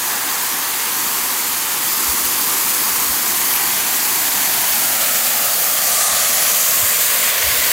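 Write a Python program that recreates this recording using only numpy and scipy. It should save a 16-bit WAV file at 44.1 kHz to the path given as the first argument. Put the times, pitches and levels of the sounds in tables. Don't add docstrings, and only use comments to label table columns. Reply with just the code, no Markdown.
import sys
import numpy as np
from scipy import signal
from scipy.fft import rfft, irfft, next_fast_len
from scipy.io import wavfile
from scipy.ndimage import uniform_filter1d, map_coordinates

SR = 44100
rng = np.random.default_rng(int(sys.argv[2]) if len(sys.argv) > 2 else 0)


def log_audio(samples):
    frames = np.atleast_2d(samples).T
    limited = np.clip(frames, -1, 1)
    pcm = np.round(limited * 32767).astype(np.int16)
    wavfile.write(sys.argv[1], SR, pcm)


N = 340452
T = np.arange(N) / SR


def amp(db):
    return 10 ** (np.asarray(db) / 20)


def unit(x):
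    return x / np.sqrt(np.mean(x ** 2) + 1e-20)


def curves(rows, t=T):
    s, *columns = np.transpose(rows)
    return [np.interp(t, s, column) for column in columns]


def wobble(rate):
    points = rng.standard_normal(int(N * rate / SR) + 4)
    return map_coordinates(points, [T * rate])


def filtered(x, response):
    padded_length = next_fast_len(N + 8192)
    hz = np.fft.rfftfreq(padded_length, 1 / SR)
    return irfft(rfft(x, padded_length) * response(hz), padded_length)[..., :N]


def coloured(x, spectrum):
    table_hz, table_db = np.transpose(spectrum)

    def response(hz):
        return amp(np.interp(np.log(hz + 1), np.log(table_hz), table_db))
    return unit(filtered(x, response))


def swept(x, gain, size=1024):
    hz, t, frames = signal.stft(x, SR, nperseg=size)
    shaped = frames * gain(hz[:, None], t)
    return signal.istft(shaped, SR, nperseg=size)[1][:N]


def bell(hz, centre_hz, octaves):
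    return np.exp(-.5 * (np.log2((hz + 1) / centre_hz) / octaves) ** 2)


def rush(spectrum, patchy_db):
    def patches(hz, t):
        field = rng.standard_normal((len(hz), len(t)))
        field = uniform_filter1d(field, 12, axis=0)
        field = uniform_filter1d(field, 9, axis=1)
        return amp(patchy_db * unit(field))
    return coloured(swept(rng.standard_normal(N), patches), spectrum)


def drops(spectrum, rate, spread_db):
    hits = rng.random(N) < rate / SR
    sizes = amp(spread_db * np.minimum(rng.standard_normal(N), 2))
    signs = rng.choice([-1, 1], N)
    return coloured(hits * sizes * signs, spectrum)


# start_s, distance_m
CAMERA_DISTANCE = [(0, 7), (.8, 7.5), (2.7, 7.7), (3.7, 6.9), (4.6, 6.3), (5.1, 4.97), (6.2, 4.55),
                   (7.72, 3.98)]
REF_M = 7.48


def nearness(t):
    return REF_M / curves(CAMERA_DISTANCE, t)[0]


# start_s, level_db
TREBLE_LEVEL = [(0, -21.5), (.8, -21), (1, -19.6), (1.7, -20.2), (1.95, -18), (2.8, -17.5), (3.8, -18),
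                (4.9, -16.5), (6.2, -17.5), (6.6, -16.5), (7.35, -18.5), (7.6, -16.5)]
TREBLE_REF_DB = -19.5


def level(base_db, per_near_db, per_treble_db):
    near_db = 20 * np.log10(nearness(T))
    treble_db = curves(TREBLE_LEVEL)[0] - TREBLE_REF_DB
    return base_db + per_near_db * near_db + per_treble_db * treble_db


# pitch_hz, relative_db (per Hz)
RUMBLE_SPECTRUM = [(20, -40), (35, -19), (55, -2.5), (80, -0.5), (120, -3), (170, -10.5), (300, -32)]


def rumble():
    level_db = level(-56.5, per_near_db=.1, per_treble_db=1.1) + 1.9 * wobble(8.9)
    return amp(level_db) * coloured(rng.standard_normal(N), RUMBLE_SPECTRUM)


# pitch_hz, relative_db (per Hz)
CHURN_SPECTRUM = [(70, -26), (120, -9.5), (170, -4), (280, 2), (420, -0.5), (600, -3), (1100, -29)]


def churn():
    level_db = level(-39.5, per_near_db=-0.19, per_treble_db=0.94) + 0.51 * wobble(7)
    return amp(level_db) * rush(CHURN_SPECTRUM, patchy_db=0.75)


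# pitch_hz, relative_db (per Hz)
ROAR_SPECTRUM = [(150, -30.5), (300, -13.5), (500, -2), (680, 0), (950, 0.2), (1200, 0.5), (1500, -1.5),
                 (1900, -5.5), (2600, -14.5), (4000, -43)]


def roar():
    level_db = level(-28, per_near_db=-0.057, per_treble_db=0.058) + 0.11 * wobble(15)
    return amp(level_db) * rush(ROAR_SPECTRUM, patchy_db=0.75)


# pitch_hz, relative_db (per Hz)
PATTER_SPECTRUM = [(900, -36), (1400, -5.5), (1750, -0.5), (2100, 0), (2600, -1), (3200, -0.5), (3800, -3),
                   (4500, -6), (6000, -22)]
# start_s, level_db
PATTER_LOUDNESS = [(0, -29), (1.5, -28), (3.5, -27.5), (3.8, -26.5), (5, -25.5), (5.75, -27), (6.2, -24),
                   (6.8, -25.3), (7.1, -23), (7.72, -22.5)]


def patter():
    slaps = drops(PATTER_SPECTRUM, rate=900, spread_db=7)
    mix = rush(PATTER_SPECTRUM, patchy_db=1.02) + amp(-7) * slaps
    return amp(curves(PATTER_LOUDNESS)[0]) * unit(mix)


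# pitch_hz, relative_db (per Hz)
SPLASH_SPECTRUM = [(2600, -37), (3800, -10.5), (4500, -2), (5400, -4), (6300, -1), (7000, 0), (8000, -1.1),
                   (9200, -2.4), (10500, -6.5), (13000, -50)]


def splash():
    slaps = drops(SPLASH_SPECTRUM, rate=1500, spread_db=9.0)
    mix = rush(SPLASH_SPECTRUM, patchy_db=0.97) + amp(-9.5) * slaps
    return amp(level(-23.4, per_near_db=0.06, per_treble_db=.66)) * unit(mix)


# pitch_hz, relative_db (per Hz)
SPRAY_SPECTRUM = [(6500, -22), (8800, -11.5), (9900, -2.5), (11200, 2.2), (12150, 4.5), (13200, 0.5),
                  (14200, 2), (15200, 4.5), (16000, -5)]


def spray():
    ticks = drops(SPRAY_SPECTRUM, rate=2200, spread_db=5)
    mix = rush(SPRAY_SPECTRUM, patchy_db=1.0) + amp(-9.5) * ticks
    return amp(level(-21.15, per_near_db=.01, per_treble_db=1)) * unit(mix)


def waterfall():
    sheets_db = 0.06 * wobble(14) + 0.44 * wobble(70)
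    heavy_water = rumble() + churn() + roar()
    light_water = patter() + splash() + spray()
    return heavy_water + amp(sheets_db) * light_water


def pool_mirror(hz, t, smooth_hz=1300, turn_rad=1.05, steepness=8.2):
    mirror_ms, mirror_share = 1.1, 0.56
    share = mirror_share / (1 + (hz / smooth_hz) ** steepness)
    lag_rad = 2 * np.pi * hz * mirror_ms * nearness(t) / 1000
    both = 1 + share * np.exp(1j * (turn_rad - lag_rad))
    return abs(both) / np.sqrt(1 + share ** 2)


def close_hiss(hz, t):
    return amp(2 * np.log2(nearness(t)) * bell(hz, 16000, octaves=.12))


# crest_s, half_length_s, pitch_hz, boost_db
SPLASH_SWELLS = [(.3, 0.63, 1640, 3.3), (2.72, .16, 11300, 2.5), (3.55, 0.18, 11700, 3),
                 (3.6, 0.27, 2100, 2.5), (7.65, 0.34, 2070, 3.3)]


def swells(hz, t):
    boost_db = 0
    for crest_s, half_s, centre_hz, db in SPLASH_SWELLS:
        rise_and_fall = np.exp(-((t - crest_s) / half_s) ** 2)
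        boost_db = boost_db + db * rise_and_fall * bell(hz, centre_hz, octaves=0.12)
    return amp(boost_db)


# pitch_hz, relative_db (per Hz)
THUD_SPECTRUM = [(22, -30), (40, -6), (60, 0), (100, 11), (140, -12), (250, -37)]
# crest_s, level_db (peak of the smooth swing), pitch_hz, half_length_s
SOFT_THUMPS = [(1.537, -41, 53, .011), (2.102, -27, 64, .013), (2.255, -38.5, 58, .02),
               (3.108, -33, 70, .014), (4.73, -39, 74, .01), (6.136, -36, 77, 0.008),
               (6.837, -33.5, 95, 0.016), (7.438, -35, 89, 0.015), (7.477, -27, 70, 0.013),
               (7.53, -35, 110, .012), (7.595, -34, 64, .016)]


def thumps(rough):
    out = np.zeros(N)
    shudder = rough * coloured(rng.standard_normal(N), THUD_SPECTRUM)
    for crest_s, db, hz, half_s in SOFT_THUMPS:
        near = abs(T - crest_s) < 6 * half_s
        t = T[near] - crest_s
        swing = np.cos(2 * np.pi * (hz * t + rng.random()))
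        envelope = 1 / np.cosh(1.4 * t / half_s)
        out[near] += amp(db) * (swing + shudder[near]) * envelope
    return out


def held(on_s, off_s, settle_s, t):
    rise = np.tanh(2 * (t - on_s) / settle_s)
    release = np.tanh(2 * (t - off_s) / settle_s)
    return (rise - release) / 2


# start_s, pitch_hz
FINGER_GAP = [(5.85, 7200), (6.4, 6200), (6.65, 6800), (6.85, 8060), (7.3, 8100)]
FINGER_GAP_MODES = [(1, 0.25, 0.98), (1.39, 0.065, -0.44), (1.64, .15, .7)]
# pitch_hz, width_octaves, boost_db (negative = a cut)
PALM_COLOUR = [(740, .15, 4), (1180, 0.092, 9), (2720, 0.19, -1.2), (4170, 0.16, 3.5), (9060, .1, 6),
               (13600, 0.22, -4.5)]


def cupped_hand(hz, t):
    gap_hz, = curves(FINGER_GAP, t)
    gap = sum(weight * bell(hz, multiple * gap_hz, octaves)
              for multiple, octaves, weight in FINGER_GAP_MODES)
    gap = gap - 0.095 * bell(hz, 12500, 0.43)
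    palm_db = sum(db * bell(hz, centre_hz, octaves) for centre_hz, octaves, db in PALM_COLOUR)
    grip = held(5.83, 7.29, settle_s=0.029, t=t)
    cover = held(5.93, 6.2, settle_s=0.17, t=t)
    return amp(grip * 4 * gap + cover * palm_db)


def scene():
    def colour(hz, t):
        return pool_mirror(hz, t) * close_hiss(hz, t) * swells(hz, t) * cupped_hand(hz, t)
    water = swept(waterfall(), colour)
    sound = water + thumps(rough=.42)
    return np.array([sound, sound])


def record(dry):
    return filtered(dry, lambda hz: hz < 15820)


dry = scene()
out = record(dry)
log_audio(out)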